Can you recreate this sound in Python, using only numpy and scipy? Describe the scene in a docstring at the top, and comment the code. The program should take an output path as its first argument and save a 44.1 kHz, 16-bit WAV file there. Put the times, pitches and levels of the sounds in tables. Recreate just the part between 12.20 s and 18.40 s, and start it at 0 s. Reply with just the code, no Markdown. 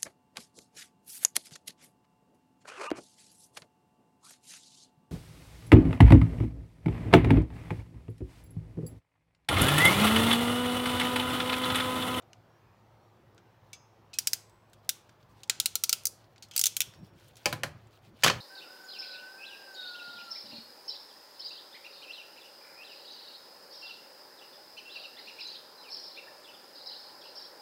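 """Ratchet crimper at the bench

Close to the microphone in a quiet room, a crimping tool is squeezed shut on a wire terminal. Its pawl
snaps over tooth after tooth and chatters back on release, leaving loose steel parts ringing. The tool
is dropped and clatters on the wooden bench, which booms under it and creaks under a leaning arm.
Fingers tick and rub on the handles over the hum of the room; two faint chirps come from far off."""
import sys
import numpy as np
from scipy import signal
from scipy.io import wavfile
from scipy.ndimage import uniform_filter1d

SR = 44100
rng = np.random.default_rng(int(sys.argv[2]) if len(sys.argv) > 2 else 0)


def store_wav(level_fs):
    """Save 16-bit WAV to argv[1]."""
    pcm = np.round(np.clip(np.atleast_2d(level_fs), -1, 1) * 32767)
    wavfile.write(sys.argv[1], SR, pcm.T.astype(np.int16))


N = 273574

# spectrum of a blow on the tool's steel: (frequency [Hz], level [dB])
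STEEL_SPECTRUM = [(150, -51.5), (300, -29), (800, -20), (1150, -21), (1320, -14), (1480, -6), (1800, -13),
                  (2150, -8.5), (2700, -7), (3600, -5.5), (4400, -5.5), (5800, -3.5), (9700, -4.5),
                  (12000, -7.5), (15300, -6.5), (16500, -18)]


def pawl_snaps():
    """Close up, the pawl drops over each tooth, rattling the steel and knocking the grips."""
    # (time [s], level [dB], bass [dB], treble [dB], two loudest bands [Hz], lower middle [dB], grips [dB])
    snaps = [(1.9865, -19.5, -22, -4.5, 4690, 5710, -1.5, -60.5),
             (2.0718, -18.5, -21.5, -2.5, 4900, 5710, -3, -56),
             (2.1323, -19, -19.5, -4, 4950, 6350, -4.5, -48.5),
             (2.6917, -19, -19, -1.5, 3720, 5810, 1, -49), (3.2967, -18.5, -12, -13, 4100, 7200, 0, -50.5),
             (3.4, -18, -25.5, -6.5, 3750, 7000, -1, -41), (3.4581, -18.5, -24, -3.5, 4150, 8980, 0.5, -43),
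             (3.5543, -20, -29.5, -3, 4300, 5850, 0, -38), (3.6368, -19, -31.5, -6, 4400, 6010, -3, -38),
             (3.6934, -19, -26, -7, 4500, 6040, -3.5, -41.5),
             (3.7279, -16, -22.5, -3, 2830, 4830, -1.5, -33),
             (3.8541, -20, -33, -1.5, 4800, 5970, -10, -51), (3.8688, -24, -37, 1, 4660, 5870, -7, -52),
             (4.3629, -22, -21, 0, 4740, 6140, -1, -46),
             (4.3776, -20.5, -37.5, -4.5, 4750, 8280, -2, -65.5),
             (4.3933, -19.5, -23.5, 0, 5150, 7320, -5, -47), (4.4132, -19, -33, -2, 3650, 6900, -6.5, -60),
             (4.4385, -17.5, -29.5, -5.5, 3620, 7380, 0.5, -45.5),
             (4.4567, -18.5, -24, -2.5, 3600, 6100, -1, -46.5),
             (4.4665, -18, -27, -3.5, 3450, 6220, -5, -52), (4.5665, -23, -19, 1, 3260, 6480, -2.5, -50),
             (4.6046, -18.5, -19.5, -2, 3600, 5770, 4.5, -57),
             (4.617, -24.5, -18, -5.5, 2650, 5580, 3, -57)]
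    # modes of the grips: (frequency [Hz], level [dB], t60 [s])
    grip_modes = [(516, -11.5, 0.045), (814, -4.5, 0.021), (1351, 3.5, 0.028), (1420, -8, 0.013)]
    out = np.zeros((N, 2))
    for start, db, bass_db, treble_db, *bands_hz, lower_mid_db, grips_db in snaps:
        colour = [(hz, steel_db + lower_mid_db * (2400 < hz < 4000)) for hz, steel_db in STEEL_SPECTRUM]
        snap = rattle(colour, bass_db, treble_db, bands_hz,
                      t60=0.026, hold_s=0.0012, late_db=-10, late_t60=0.07)
        add(out, start, gain_of(db) * snap)
        add(out, start, ring(grip_modes, grips_db, rise_s=0.0026))
    return out


def finger_taps():
    """Light touches on the tool set off small rattles."""
    # (time [s], level [dB], bass [dB], treble [dB], loudest band [Hz], t60 [s])
    taps = [(0.0217, -64.5, -19, -29, 3530, .04), (0.1316, -48.5, -11.5, -21, 2920, 0.022),
            (1.1464, -71, -18, 0, 6000, .04), (1.1785, -57, -1.5, -27, 3130, 0.053),
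            (1.5309, -43.5, -22, -18, 6200, 0.098), (1.932, -47, -26, -39.5, 2600, 0.056),
            (1.938, -45, -21, -14, 8450, 0.13), (2.296, -64, -16, -2, 7760, .04),
            (2.498, -71, -20, -3, 8000, 0.032), (2.647, -68, -18, -22, 4200, .04),
            (2.5321, -55, -9.5, -7, 3460, 0.055), (2.8928, -56, -1, -19, 3300, .04),
            (3.028, -67.5, -16.5, -29, 3410, .047), (3.111, -76.5, -27, -11.5, 4710, 0.031),
            (3.1815, -73.5, -14, -34.5, 5560, .044), (3.2334, -43, -25.5, -14.5, 3280, 0.037),
            (3.276, -63.5, -19, -11, 6000, 0.025), (3.391, -59.5, -14, -23.5, 4000, 0.013),
            (3.835, -52, -18, -1, 5000, .02), (4.16, -58.5, -3, -31, 2400, 0.06),
            (4.18, -54.5, -11, -23, 4700, 0.024), (4.224, -45, -18, -12, 4320, .12),
            (4.2852, -62.5, -14, -8, 2780, 0.052), (4.3113, -48.5, -10.5, -14, 3240, 0.074),
            (4.336, -51, -18, -17.5, 3070, 0.23), (4.354, -49, -14, -8, 3300, .03),
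            (4.7373, -55, -4, -22, 2600, .03), (4.746, -60, -22, -20, 4450, .06),
            (4.998, -63, -20, -6, 4000, .03), (5.0817, -59.5, -21, 0, 7200, 0.057),
            (5.156, -56, -25.5, -12, 4300, .025), (5.1676, -52, -16, -8.5, 4000, 0.089),
            (5.6717, -66.5, -18, -9, 7500, 0.028), (6.023, -45.5, -6, -23, 3000, 0.054)]
    out = np.zeros((N, 2))
    for start, db, bass_db, treble_db, *bands_hz, t60 in taps:
        tap = rattle(STEEL_SPECTRUM, bass_db, treble_db, bands_hz,
                     t60, hold_s=0.00099, late_db=-19, late_t60=0.069)
        add(out, start, gain_of(db) * tap)
    return out


def loose_parts():
    """Some contacts leave the tool's loose parts ringing, each in its own modes."""
    # modes of the parts: (frequency [Hz], level [dB], t60 [s])
    part_modes = [(2283, 0, .09), (2655, -8, .1), (3435, -8, .12), (4600, -8, .2), (5087, -1, .48),
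                  (6040, -4, .42), (6390, 1, .45), (6870, -9, .3), (7260, -14, .4), (5540, 0, 1.05),
                  (7750, 0, .9), (8490, -6, .9), (9280, -7, .5), (11850, -6, .8), (2546, -3, .13),
                  (4140, 0, .075), (4936, -1, .065), (2660, -5, .2), (3070, -1, .2), (3280, 0, .2)]
    # the part each mode belongs to: (index, 0 = frame to 5 = link)
    part_of_mode = [0] * 3 + [1] * 6 + [2] + [3] * 4 + [4] * 3 + [5] * 3
    # (time [s], frame [dB], handles [dB], spring [dB], jaws [dB], pawl [dB], link [dB])
    contacts = [(1.531, -47, -62, -75, -95, -80, -80), (1.936, -62, -72, -80, -76, -45, -65),
                (2.133, -65, -80, -84, -69, -62, -60), (3.297, -60, -80, -85, -90, -55, -55),
                (3.400, -60, -80, -80, -90, -55, -58), (3.728, -60, -80, -80, -90, -55, -54),
                (4.312, -62, -64, -76, -95, -60, -55), (4.467, -58, -64, -59.5, -85, -55, -51),
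                (4.605, -52, -75, -67, -90, -58, -49)]
    out = np.zeros((N, 2))
    for start, *part_db in contacts:
        add(out, start, ring(part_modes, np.array(part_db)[part_of_mode], rise_s=0.00069))
    return out


def drop_on_bench():
    """The tool lands and bounces; the wood rings and the board booms under it."""
    # (time [s], level [dB], bass [dB], treble [dB], two loudest bands [Hz], wood [dB], boom [dB])
    knocks = [(5.2574, -16.5, -10, -10, 2460, 4750, -25.5, -41.5),
              (5.3267, -27, 1.5, -6, 1660, 4000, -36, -40.5),
              (5.434, -24, 4.5, -8.5, 1790, 4230, -36.5, -40.5),
              (6.0349, -17.5, -3.5, -16, 1720, 4470, -29, -39.5),
              (6.0373, -15.5, -29, -7.5, 3370, 6300, -31, -48),
              (6.0449, -15, -7, -15, 3080, 4600, -44, -40.5), (6.0623, -17, 4, -13, 1280, 3600, -39, -31.5),
              (6.0735, -19, 4, -17, 1680, 3370, -28.5, -40), (6.0801, -21, -7, -15.5, 2290, 3700, -37, -54),
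              (6.099, -20, 1.5, -25, 1770, 4300, -33, -47)]
    # spectrum of a blow on the bench: (frequency [Hz], level [dB])
    knock_spectrum = [(35, -49.5), (60, -1), (194, -11), (366, -4.5), (1690, -0.5), (2040, -2.5),
                      (2350, 3.5), (2770, 0), (3110, 3.5), (3580, -3.5), (4700, -1), (6450, -4),
                      (15000, -18), (16500, -20)]
    # upper and lowest modes of the bench: (frequency [Hz], level [dB], t60 [s])
    wood_modes = [(328.6, -4.5, 0.062), (228.3, -8.5, 0.085), (444, -7.5, 0.078), (512, -4.5, 0.1),
                  (581, -5.5, 0.12), (655, -8.5, 0.05), (727, -5.5, .08), (820, -6, 0.12),
                  (1007, -3.5, 0.08), (1086, -17.5, 0.26), (1262, -8, .08), (1730, -16, 0.17),
                  (1770, -19, 0.089)]
    boom_modes = [(85, -8, .2), (114, 0, .3), (150, -1, .35), (185, -5, .2), (260, -3, .12)]
    out = np.zeros((N, 2))
    for start, db, bass_db, treble_db, *bands_hz, wood_db, boom_db in knocks:
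        clatter = rattle(knock_spectrum, bass_db, treble_db, bands_hz,
                         t60=0.035, hold_s=0.00046, late_db=-11.5, late_t60=0.17)
        add(out, start, gain_of(db) * clatter)
        scatter_db = 2.0 * rng.standard_normal(len(wood_modes))
        add(out, start, ring(wood_modes, wood_db + scatter_db, rise_s=0.0068))
        add(out, start, ring(boom_modes, boom_db, rise_s=0.0045))
    return out


def rattle(colour, bass_db, treble_db, bands_hz, t60, hold_s, late_db, late_t60):
    """A blow, then jostling parts, treble dying first. Columns: (to the microphone, into the room)."""
    t, hz = np.arange(4096) / SR, np.fft.rfftfreq(4096, 1 / SR)
    since_hold = np.maximum(t - hold_s, 0)
    noise = rng.standard_normal(len(t)) * np.minimum(t / 0.00063, 1)
    dull = signal.lfilter(*signal.butter(2, 6500, fs=SR), noise)
    jostle = dull * gain_of(-60 * since_hold / t60) + (noise - dull) * gain_of(-75 * since_hold / t60)
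    crack = noise * gain_of(-4 - 60 * since_hold / 0.0033)  # the first contact
    late = noise * gain_of(late_db - 60 * t / late_t60)
    bands_db = sum(8 / (1 + ((hz - centre) / 260) ** 2) for centre in bands_hz)
    db = curve_at(colour, hz) + bands_db
    # shelves set bass and treble against the middle of the range
    middle_db = band_db(db, hz, 2500, 8000)
    bass_shelf = (bass_db + middle_db - band_db(db, hz, 1000, 2200)) / (1 + (hz / 2100) ** 8)
    treble_shelf = (treble_db + middle_db - band_db(db, hz, 9000, 15500)) / (1 + (8500 / (hz + 1)) ** 8)
    body_db = db + bass_shelf + treble_shelf
    direct = signal.oaconvolve(crack + jostle + late, minimum_phase(body_db))
    # averaged over all directions, the loudest bands stand out less
    spread = minimum_phase(body_db - 0.45 * bands_db)
    spread = np.pad(spread, (0, len(direct) - len(spread))) * np.linalg.norm(direct) / np.linalg.norm(spread)
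    loudest_rms = np.sqrt(uniform_filter1d(direct ** 2, size=88).max())  # over 2 ms
    return np.transpose([direct, spread]) / loudest_rms


def ring(modes, weight_db, rise_s):
    """Struck modes die away as sines of random phase, summed into one column."""
    hz, db, t60 = np.transpose(modes)
    t = np.arange(0, min(0.75, 1.2 * t60.max()), 1 / SR)[:, None]
    sines = np.sin(2 * np.pi * (hz * t + rng.random(len(hz))))
    decays = gain_of(db + weight_db - 60 * t / t60)
    return (decays * sines).sum(axis=1, keepdims=True) * np.minimum(t / rise_s, 1)


def finger_rub():
    """Skin slips over handles and wire in small grains of uneven size."""
    # (time [s], length [s], level [dB])
    strokes = [(1.42, 0.11, -78), (2.3, 0.088, -80), (2.47, .15, -80), (2.62, 0.067, -74),
               (2.83, 0.14, -75.5), (2.98, .08, -76.5), (3.08, 0.072, -72), (3.14, 0.11, -70.5),
               (3.95, .14, -73), (4.09, 0.064, -76), (4.68, 0.14, -69.5), (4.82, 0.086, -67.5),
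               (4.93, 0.22, -65.5), (5.13, 0.23, -63), (5.5, 0.23, -75), (5.7, 0.097, -69),
               (5.81, .1, -68.5), (5.94, 0.36, -59.5)]
    # spectrum of sliding skin: (frequency [Hz], level [dB])
    skin_spectrum = [(880, -41), (1500, -1), (1800, -8.5), (3000, -3), (3900, -3.5), (4700, -6.5),
                     (5940, -12), (13000, -18), (16000, -14)]
    grains = gain_of(2.2 * np.repeat(rng.exponential(1, N // 64 + 1), 64)[:N])
    slips = shaped_noise(skin_spectrum, size=256, patchy_db=2.5) * uniform_filter1d(grains, size=64)
    return swells(strokes) * unit_rms(slips)


def bench_creak():
    """An arm leans on the bench: swells of low noise around its deepest modes."""
    # (time [s], length [s], level [dB])
    creaks = [(4.64, 0.064, -58.5), (4.72, 0.28, -59), (5.83, 0.15, -61)]
    # (frequency [Hz], level [dB])
    spectrum = [(90, -17.0), (150, 1.5), (210, -17), (400, -13.5), (900, -35.5), (3000, -60)]
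    return swells(creaks) * shaped_noise(spectrum, size=1024, patchy_db=5.0)


def room_echoes(sound):
    """The walls return sparse echoes, each band dying at its own speed; three sets take turns."""
    # reverberation time: (frequency [Hz], t60 [s])
    decay_times = [(100, 0.73), (500, 0.38), (2000, 0.47), (6000, 0.32), (14000, 0.23)]
    # echoes against the direct sound: (frequency [Hz], level [dB])
    echo_levels = [(200, -6), (1500, -16.5), (5000, -19), (10000, -22), (15000, -24.5)]
    out = np.zeros(N)
    turn = 2 * np.pi * 7 * np.arange(N) / SR
    impulse = signal.stft(signal.unit_impulse(1024, 512), SR, nperseg=256)[2]
    for k in range(3):
        echoes = np.zeros(SR // 2)
        slots = np.arange(180, len(echoes) - 6, 6)
        echoes[slots + rng.integers(0, 6, len(slots))] = rng.choice([-1., 1.], len(slots))
        hz, t, bands = signal.stft(echoes, SR, nperseg=256)
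        bands = bands * gain_of(-60 * t / curve_at(decay_times, hz)[:, None])
        bands = bands / np.linalg.norm(bands, axis=1)[:, None] * gain_of(curve_at(echo_levels, hz))[:, None]
        tail = signal.istft(bands * np.linalg.norm(impulse[9]), SR, nperseg=256)[1]
        crossfade = np.sqrt(2 / 3) * np.cos(turn + k * np.pi / 3)
        out += signal.fftconvolve(sound * crossfade, tail)[:N]
    return out


def room_hum():
    """Room tone: soft noise and a low drone that wavers in pitch and strength."""
    # spectrum of the room tone: (frequency [Hz], level [dB])
    spectrum = [(25, -35.5), (50, -3), (75, -21), (92, -9.5), (107, -5.5), (125, -5.5), (160, -11.5),
                (230, -15), (320, -17.5), (345, -10), (375, -15.5), (830, -15.5), (1100, -19), (2150, -29),
                (5100, -37.5), (9000, -48), (13000, -46.5), (15350, -42.5), (16500, -52.5)]
    level_drift, pitch_drift = [unit_rms(uniform_filter1d(uniform_filter1d(noise, size=2400), size=2400))
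                                for noise in rng.standard_normal((2, N))]
    drone_hz = 106.3 + 3.3 * pitch_drift
    drone = np.sqrt(2) * gain_of(-69.5 + level_drift) * np.sin(2 * np.pi * np.cumsum(drone_hz) / SR)
    return gain_of(-63) * shaped_noise(spectrum, size=2048, patchy_db=1.7) + drone


def far_chirps():
    """Far from the microphone, a thin, slightly rough whistle twice slides up and levels off."""
    # (time [s], length [s], level [dB])
    chirps = [(0.284, .11, -82), (0.803, 0.108, -83)]
    from_hz, to_hz = 5400, 5650
    out = np.zeros(N)
    for start, length, db in chirps:
        progress = np.arange(0, length, 1 / SR) / length
        glide_hz = to_hz + (from_hz - to_hz) * np.exp(-4 * progress)
        jitter_hz = 40 * unit_rms(uniform_filter1d(rng.standard_normal(len(progress)), size=200))
        whistle = np.sin(2 * np.pi * np.cumsum(glide_hz + jitter_hz) / SR)
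        add(out, start, gain_of(db) * np.sqrt(np.sin(np.pi * progress)) * whistle)
    return out


def swells(strokes):
    """Envelope in which each stroke swells and fades in one arch."""
    gain = np.zeros(N)
    for start, length, db in strokes:
        add(gain, start, gain_of(db) * np.sin(np.pi * np.arange(0, length, 1 / SR) / length) ** 0.8)
    return gain


def shaped_noise(spectrum, size, patchy_db):
    """Noise of a given spectrum with drifting louder and softer patches."""
    frames, hz = N // (size // 4) + 5, np.fft.rfftfreq(size, 1 / SR)
    real, imag, patches = rng.standard_normal((frames, len(hz), 3)).T
    patches = unit_rms(uniform_filter1d(uniform_filter1d(patches, size=10, axis=0), size=10, axis=1))
    bands = (real + 1j * imag) * gain_of(curve_at(spectrum, hz)[:, None] + patchy_db * patches)
    return unit_rms(signal.istft(bands, nperseg=size, noverlap=size - size // 4)[1][:N])


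def minimum_phase(db):
    """Impulse response of least delay for a gain given in dB from 0 Hz to half the rate."""
    log_gain = np.log(gain_of(np.maximum(np.r_[db, db[-2:0:-1]], -100)))
    return np.fft.ifft(np.exp(np.conj(signal.hilbert(log_gain)))).real[:1024]


def band_db(db, hz, low_hz, high_hz):
    return 10 * np.log10(np.sum(gain_of(db[(hz > low_hz) & (hz < high_hz)]) ** 2))


def curve_at(points, hz):
    point_hz, values = np.transpose(points)
    return np.interp(np.log(hz + 1), np.log(point_hz + 1), values)


def gain_of(db):
    return 10 ** (np.asarray(db) / 20)


def unit_rms(x):
    return x / np.sqrt(np.mean(x ** 2) + 1e-20)


def add(mix, start_s, sound):
    part = mix[round(start_s * SR):][:len(sound)]
    part += sound[:len(part)]


def scene():
    """Tool and bench up close with their echoes, over the quiet background, in mono."""
    direct, spread = (pawl_snaps() + finger_taps() + loose_parts() + drop_on_bench()).T
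    return (direct + room_echoes(spread) + finger_rub() + bench_creak() + far_chirps() + room_hum())[None]


def record(dry):
    """The microphone drops the deepest bass and rounds the loudest peaks; the top falls away near 16 kHz."""
    edge_hz = 17100
    low_cut = signal.sosfilt(signal.butter(3, 55, "high", fs=SR, output="sos"), dry)
    rounded = 0.59 * np.tanh(low_cut / 0.51)
    roll_off = signal.firwin2(511, [0, 15750, 15950, edge_hz, SR / 2], gain_of([0, 0, -13, -48, -48]), fs=SR)
    band_limit = signal.firwin(511, edge_hz, window=("kaiser", 9), fs=SR)
    return signal.oaconvolve(rounded, np.convolve(roll_off, band_limit)[None], "same")


dry = scene()
out = record(dry)
store_wav(out)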